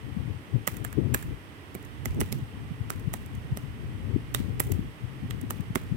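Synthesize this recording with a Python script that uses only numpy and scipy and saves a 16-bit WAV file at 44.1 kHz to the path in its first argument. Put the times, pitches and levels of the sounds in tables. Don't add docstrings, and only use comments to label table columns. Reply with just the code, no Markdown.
import sys
import numpy as np
from scipy import signal
from scipy.fft import rfft, irfft
from scipy.io import wavfile
from scipy.ndimage import uniform_filter1d

SR = 44100
rng = np.random.default_rng(int(sys.argv[2]) if len(sys.argv) > 2 else 0)


def dump_mix(stems):
    frames = np.atleast_2d(stems).T
    limited = np.clip(frames, -1, 1)
    pcm = np.round(limited * 32767).astype(np.int16)
    wavfile.write(sys.argv[1], SR, pcm)


N = 263056
HIT = np.arange(4096) / SR


def from_db(db):
    return 10 ** (np.asarray(db) / 20)


def unit_energy(x):
    return x / np.sqrt(np.sum(x ** 2, axis=-1, keepdims=True) + 1e-20)


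def at_level(x, db):
    return unit_energy(x) * from_db(db) * np.sqrt(SR * 0.01)


def shade_left(x, db):
    return x * from_db([[db], [0]])


def colour(x, spectrum, size=2 ** 13):
    hz, db = np.transpose(spectrum)
    bin_hz = np.arange(size // 2 + 1) * SR / size
    curve_db = np.interp(np.log(bin_hz + 1), np.log(hz), db)
    cepstrum = irfft(np.log(from_db(curve_db)))[:size // 2]
    cepstrum[1:] *= 2
    response = irfft(np.exp(rfft(cepstrum, size)))[:size // 2]
    return signal.fftconvolve(x, response[None] if x.ndim == 2 else response, axes=-1)[..., :x.shape[-1]]


def resonate(x, hz, width_hz):
    r = np.exp(-np.pi * width_hz / SR)
    feedback = [1, -2 * r * np.cos(2 * np.pi * hz / SR), r * r]
    return signal.lfilter(np.array([1, 0, -1]) * (1 - r * r) / 2, feedback, x)


def steady_noise(spectrum):
    return unit_energy(colour(rng.standard_normal(N + SR), spectrum)[SR:]) * np.sqrt(N)


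def wander(t, step_s):
    knots = np.arange(len(t) // 20) * step_s
    return np.interp(t, knots, rng.uniform(-1, 1, len(knots)))


def uneven(delay_s, spread=0.25):
    return delay_s * (1 + spread * rng.uniform(-1, 1))


def add(track, start_s, sound):
    start = max(round(start_s * SR), 0)
    part = track[..., start:start + sound.shape[-1]]
    part += sound[..., :part.shape[-1]]


def soft_attack(rise_s=0.0005):
    return 1 - np.exp(-HIT / rise_s)


def hard_contact(peak_s=0.0005, rattle_s=0.0053, rattle_db=-22):
    return HIT / peak_s * np.exp(1 - HIT / peak_s) + from_db(rattle_db) * np.exp(-HIT / rattle_s)


def grit(envelope):
    noise = rng.standard_normal((3, len(HIT)))
    return (noise[0] + noise[1:]) * envelope


def ring(modes, scatter_db):
    hz, db, t60_s = np.transpose(modes)
    strength = from_db(db + rng.normal(0, scatter_db, (2, len(hz)))) * rng.choice([-1, 1], len(hz))
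    decay = np.exp(-np.log(1000) * HIT / t60_s[:, None])
    return soft_attack() * (strength @ (np.sin(2 * np.pi * hz[:, None] * HIT) * decay))


# freq_hz, density_db
FAN_AIR = [(40, 1.5), (90, 13.5), (220, 6.5), (450, 5.5), (570, -0.5), (1100, 0.5), (1500, -2.5),
           (2200, -3), (3100, -2.5), (4100, -14.5), (5500, -17), (6800, -23), (12500, -20.5),
           (15800, -25.5)]
# freq_hz, gain_db
FAN_LEFT = [(200, -6), (400, -3), (700, -4), (1300, -2), (2400, -6.5), (3100, -9.5), (4400, -4),
            (8100, -2.5), (15000, -5)]
# pitch_hz, width_hz, boost_db
FAN_RESONANCES = [(287.7, 27, 7.5), (1940, 176, 5.5), (8440, 930, 5.5)]
def fan(level_db=-46.5, port_spacing_m=0.18):
    right, other = steady_noise(FAN_AIR), steady_noise(FAN_AIR)
    bin_hz = np.arange(N // 2 + 1) * SR / N
    alike = np.sinc(2 * bin_hz * port_spacing_m / 343)
    left = irfft(alike * rfft(right) + np.sqrt(1 - alike ** 2) * rfft(other), N)
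    air = np.array([colour(left, FAN_LEFT), right])
    for hz, width_hz, boost_db in FAN_RESONANCES:
        air = air + (from_db(boost_db) - 1) * resonate(air, hz, width_hz)
    return from_db(level_db) * air


# time_s, strength_db
GUSTS_LEFT = [(0.0, -38.5), (0.29, -27.5), (0.46, -54), (0.56, -25), (0.65, -41), (0.82, -28), (0.93, -33),
              (0.97, -22), (1.15, -28), (1.2, -42.5), (1.32, -28), (1.41, -50.5), (1.98, -45),
              (2.22, -25.5), (2.3, -38), (3.04, -36), (3.77, -36.5), (4.16, -25), (4.29, -39),
              (4.44, -24.5), (4.64, -33), (4.7, -24), (4.99, -51), (5.03, -37.5), (5.46, -32),
              (5.76, -39.5), (5.96, -31.9)]
GUSTS_RIGHT = [(0.0, -48), (1.09, -57), (1.28, -31.5), (1.38, -51.5), (2.13, -36), (2.18, -23),
               (2.26, -36.6), (2.35, -28), (2.46, -43), (3.55, -37.5), (3.65, -49), (3.7, -38.5),
               (4.89, -36), (4.97, -54), (5.38, -34.5), (5.6, -48), (5.64, -36.5), (5.96, -37.5)]
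# freq_hz, density_db
LARGE_SWIRLS = [(25, -16), (38, -55), (49, -3), (64, -5), (85, 2.5), (125, 2), (170, -7.5), (225, -9.5),
                (290, -17.5), (500, -73.5)]
SMALL_SWIRLS = [(150, -25.5), (235, 5.5), (310, 0), (400, -3.5), (490, -10.5), (600, -18), (900, -28),
                (2000, -71.5)]
def draught(gusts, usual_db=-29.5, lump_db=4.5, flutter_growth=1.47, evenness=0.16):
    t = np.arange(N) / SR
    gust_db = np.interp(t, *np.transpose(gusts)) + lump_db * wander(t, step_s=0.05) - usual_db
    rumble_db = -30.5 + gust_db
    flutter_db = -42 + flutter_growth * gust_db
    out = np.zeros(N)
    for spectrum, db in ((LARGE_SWIRLS, rumble_db), (SMALL_SWIRLS, flutter_db)):
        swirl = steady_noise(spectrum)
        power = uniform_filter1d(swirl ** 2, size=2200) + 1e-6
        out += swirl / power ** (evenness / 2) * from_db(db)
    return out


# centre_s, peak_db, pitch_hz, half_length_s, port (0 left, 1 right)
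PUFFS = [(0.122, -22.5, 130.7, 0.0062, 0), (0.172, -17, 230.4, 0.0041, 0), (0.259, -22, 126.7, 0.0037, 0),
         (0.361, -25.5, 117, 0.009, 0), (0.55, -14.5, 106, 0.0088, 0), (0.987, -13, 291, 0.0062, 0),
         (2.074, -21.5, 120.8, .0065, 0), (2.104, -18.5, 93.4, 0.0052, 1), (2.219, -18.5, 248.8, 0.0038, 1),
         (2.428, -19.5, 108.4, .004, 0), (2.716, -22.5, 150, .007, 1), (2.812, -17.5, 111, 0.0056, 0),
         (3.078, -13, 161.4, 0.0037, 0), (3.379, -21, 135, 0.0044, 0), (3.517, -18.5, 112.5, 0.0053, 1),
         (3.526, -13.5, 115, .004, 0), (3.646, -24.5, 108.2, 0.0096, 0), (4.146, -15, 127.4, 0.0039, 0),
         (4.163, -9.5, 219.5, 0.0022, 0), (4.404, -17.5, 174.3, 0.0023, 0), (4.793, -13, 175, 0.0019, 0),
         (5.043, -21, 131.5, 0.0092, 0), (5.239, -26, 194.8, 0.012, 0), (5.258, -22.5, 108, 0.0041, 1),
         (5.439, -24, 253, 0.0064, 0), (5.603, -18.5, 165, .003, 0), (5.707, -18, 121, 0.0027, 0),
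         (5.922, -13.5, 148, 0.0045, 0)]
def eddies(wander_oct=0.63):
    out = np.zeros((2, N))
    t = HIT - HIT.mean()
    for centre_s, peak_db, hz, half_s, port in PUFFS:
        swing_hz = hz * 2 ** (wander_oct * wander(HIT, step_s=0.003995))
        cycles = np.cumsum(swing_hz) / SR + rng.random()
        swing = np.sin(2 * np.pi * cycles) * np.exp(-0.5 * (t / half_s) ** 2)
        add(out[int(port)], centre_s - HIT.mean(), from_db(peak_db) * swing)
    return out


# start_s, thud_db, knock_db, clack_db, bite_db, snap_db, deck_hz, cap_hz, hinge_hz, snap_hz
KEY_PRESSES = [(0.675, -39.5, -32.5, -25, -34.5, -21, 810, 1940, 2900, 8400),
               (0.8478, -44, -42, -33, -53, -30.5, 685, 1710, 5600, 7400),
               (1.1452, -34, -27, -22.5, -33.5, -19, 1220, 1670, 5160, 12060),
               (1.75, -34.5, -43, -43.5, -53, -38.5, 770, 2300, 6300, 12000),
               (2.0563, -35.5, -35.5, -31.5, -36.5, -31.5, 880, 2030, 6000, 7280),
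               (2.2055, -46, -43, -42, -43, -25, 950, 1770, 5250, 11100),
               (2.2124, -34, -31.5, -31, -35.5, -33, 1010, 1980, 2940, 8900),
               (2.3251, -35.5, -45, -41.5, -36, -28.5, 790, 2150, 5540, 10900),
               (2.903, -40.5, -48, -29, -42, -30.5, 1210, 1360, 5650, 6950),
               (3.138, -41, -34.5, -34.5, -40, -29, 875, 1870, 4900, 14700),
               (3.572, -39, -43, -41.5, -43, -36, 710, 1890, 5960, 8800),
               (4.3465, -35, -39, -28, -25, -22.5, 1030, 1940, 3770, 8500),
               (4.6014, -32.5, -30, -27.5, -36, -18, 880, 1920, 2880, 11660),
               (5.308, -62, -62, -37, -39, -41.5, 1170, 1930, 3300, 7700),
               (5.5064, -38.5, -32.5, -38.5, -37, -29, 930, 1750, 6140, 11850),
               (5.7561, -23, -28.5, -27.5, -34, -25.5, 940, 2100, 3200, 9800)]
def keystrokes():
    out = np.zeros((2, N))
    for s, thud_db, knock_db, clack_db, bite_db, snap_db, deck_hz, cap_hz, hinge_hz, snap_hz in KEY_PRESSES:
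        add(out, s, plastic_snap(snap_hz, snap_db))
        add(out, s, hinge_bite(hinge_hz, bite_db))
        add(out, s, deck_knock(deck_hz, knock_db))
        add(out, s, case_thud(thud_db))
        add(out, s, cap_clack(cap_hz, clack_db))
    return out + finger_ticks()


def finger_ticks(usual_snap_db=-29, usual_travel_s=0.0033, shortening=0.11, rebound_s=0.006):
    contacts = []
    for s, _, _, _, _, snap_db, *_ in KEY_PRESSES:
        travel_s = usual_travel_s * from_db(shortening * (usual_snap_db - snap_db))
        nail = (s - travel_s, snap_db - 6)
        rebound = (s + uneven(rebound_s), snap_db - 18)
        contacts += [nail, rebound]
    return light_ticks(contacts)


# freq_hz, density_db
TICK_SPECTRUM = [(500, 8), (1500, -2), (3000, 1), (5000, -6.5), (6500, 4), (8300, 5.5), (10000, 1.5),
                 (12000, 6.5), (15500, 1.5), (17000, 12)]
def light_ticks(contacts, half_length_s=0.0015, rub_db=-18, rub_s=0.001):
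    out = np.zeros((2, N))
    away_s = np.abs(HIT - HIT.mean())
    touch = np.exp(-(away_s / half_length_s) ** 2) + from_db(rub_db) * np.exp(-away_s / rub_s)
    for centre_s, db in contacts:
        add(out, centre_s - HIT.mean(), at_level(colour(grit(touch), TICK_SPECTRUM), db))
    return shade_left(out, -10)


# freq_hz, density_db
SNAP_SPECTRUM = [(3500, -8), (5600, -7), (6900, -4.5), (7600, 3.5), (8500, 2.5), (9200, 0), (10800, 0.5),
                 (12000, 2.5), (13500, 0), (15600, 2), (17000, 3.5)]
def plastic_snap(hz, db):
    snap = colour(grit(hard_contact() * soft_attack()), SNAP_SPECTRUM)
    snap = snap + 3.3 * resonate(snap, hz, width_hz=200)
    return shade_left(at_level(snap, db), -11)


# freq_hz, density_db
HINGE_SPECTRUM = [(1700, -21.5), (2700, -2.5), (3250, -5.5), (3750, 1), (4400, -10.5), (5600, -3.5),
                  (7000, -10)]
def hinge_bite(hz, db):
    bite = colour(grit(hard_contact()), HINGE_SPECTRUM)
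    bite = bite + 2 * resonate(bite, hz, width_hz=180)
    return shade_left(at_level(bite, db), -8.5)


# pitch_hz, level_db, t60_s
DECK_RING = [(605, -8, 0.023), (764, -21, 0.052), (1360, 12.5, 0.0025)]
def deck_knock(hz, db):
    knock = ring(DECK_RING + [(hz, 0, 0.014)], scatter_db=1.5)
    return shade_left(at_level(knock, db), -7)


# pitch_hz, level_db, t60_s
CASE_RING = [(197, 3, 0.028), (280, 8.5, 0.012), (373, 4, 0.025), (446, -14, 0.018)]
def case_thud(db):
    return shade_left(at_level(ring(CASE_RING, scatter_db=2), db), -4)


# pitch_hz, level_db, t60_s
PLATE_RING = [(1252, -3, 0.015), (1770, 6, 0.0028), (2070, -28.5, 0.009)]
def cap_clack(hz, db, cap_t60_s=0.018, crunch_db=-9):
    crunch = unit_energy(resonate(grit(hard_contact()), hz=1290, width_hz=1500))
    modes = unit_energy(ring(PLATE_RING + [(hz, 0, cap_t60_s)], scatter_db=0))
    return shade_left(at_level(modes + from_db(crunch_db) * crunch, db), -9.5)


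# freq_hz, gain_db
TAIL_COLOUR = [(150, 1), (700, -2), (2000, 3), (5000, 4), (9000, 0.5), (15000, -0.5)]
def room(keys, near_t60_s=0.031, tail_t60_s=0.38, build_s=0.0011, grain_db=4.5):
    t = np.arange(SR) / SR
    onset = 1 - np.exp(-(t / build_s) ** 2)
    near, tail = (onset * np.exp(-np.log(1e6) * t / t60_s) for t60_s in (near_t60_s, tail_t60_s))
    clumps = unit_energy(uniform_filter1d(rng.standard_normal(N), size=45)) * np.sqrt(N)
    scatter = rng.standard_normal((2, 2, N)) * from_db(grain_db * clumps)
    edges_hz = np.geomspace(150, 17000, 11)
    out = np.zeros((2, N))
    for k, (low, high) in enumerate(zip(edges_hz, edges_hz[1:])):
        band = signal.butter(2, [low, high], "band", fs=SR, output="sos")
        hz = np.sqrt(low * high)
        near_db = -14.5 - 5 * np.log2(hz / 2000)
        tail_db = -17 + np.interp(hz, *np.transpose(TAIL_COLOUR))
        decay = near / near.sum() * from_db(near_db) ** 2 + tail / tail.sum() * from_db(tail_db) ** 2
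        power = signal.fftconvolve(signal.sosfilt(band, keys[1] + 1e-18) ** 2, decay)[:N]
        out += np.sqrt(np.maximum(power, 0) * N) * unit_energy(signal.sosfilt(band, scatter[k % 2]))
    return shade_left(out, -3)


# delay_s, gain_db
WALLS = [(0.0164, -28.5), (.0243, -31)]
def echoes(keys, spread_s=0.00049):
    t = np.arange(N) / SR
    out = np.zeros((2, N))
    for port in out:
        for delay_s, db in WALLS:
            port += from_db(db) * np.interp(t - delay_s - rng.normal(0, spread_s), t, keys[1])
    return shade_left(out, -3)


# start_s, tick_db, clack_db
KEY_RELEASES = [(0.7686, -36.5, -47), (0.928, -40, -41), (1.227, -39.5, -42), (1.8271, -51, -68),
                (1.8502, -46.5, -64), (2.1457, -48, -62), (2.997, -49, -62), (3.2616, -46.5, -60),
                (3.3516, -47.5, -63), (4.7199, -27, -52), (5.4138, -40, -57), (5.607, -48, -51),
                (5.837, -52, -62)]
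def releases(bounce_s=0.0029, bounce_db=-3):
    out, contacts = np.zeros((2, N)), []
    for s, tick_db, clack_db in KEY_RELEASES:
        cap_hz = [hz for pressed_s, *_, hz, _, _ in KEY_PRESSES if pressed_s < s][-1]
        add(out, s, cap_clack(cap_hz, clack_db))
        contacts += [(s, tick_db), (s + uneven(bounce_s), tick_db + bounce_db)]
    return out + light_ticks(contacts)


def scene(left_lag_s=0.000367):
    keys = keystrokes() + releases()
    t = np.arange(N) / SR
    direct = np.array([np.interp(t - left_lag_s, t, keys[0]), keys[1]])
    wind = np.array([draught(GUSTS_LEFT), draught(GUSTS_RIGHT)]) + eddies()
    return direct + echoes(keys) + room(keys) + fan() + wind


def record(dry):
    low_cut = signal.butter(6, 42, "high", fs=SR, output="sos")
    high_cut = signal.ellip(10, 0.2, 80, 15850, fs=SR, output="sos")
    return signal.sosfilt(high_cut, signal.sosfilt(low_cut, dry))


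dry = scene()
out = record(dry)
dump_mix(out)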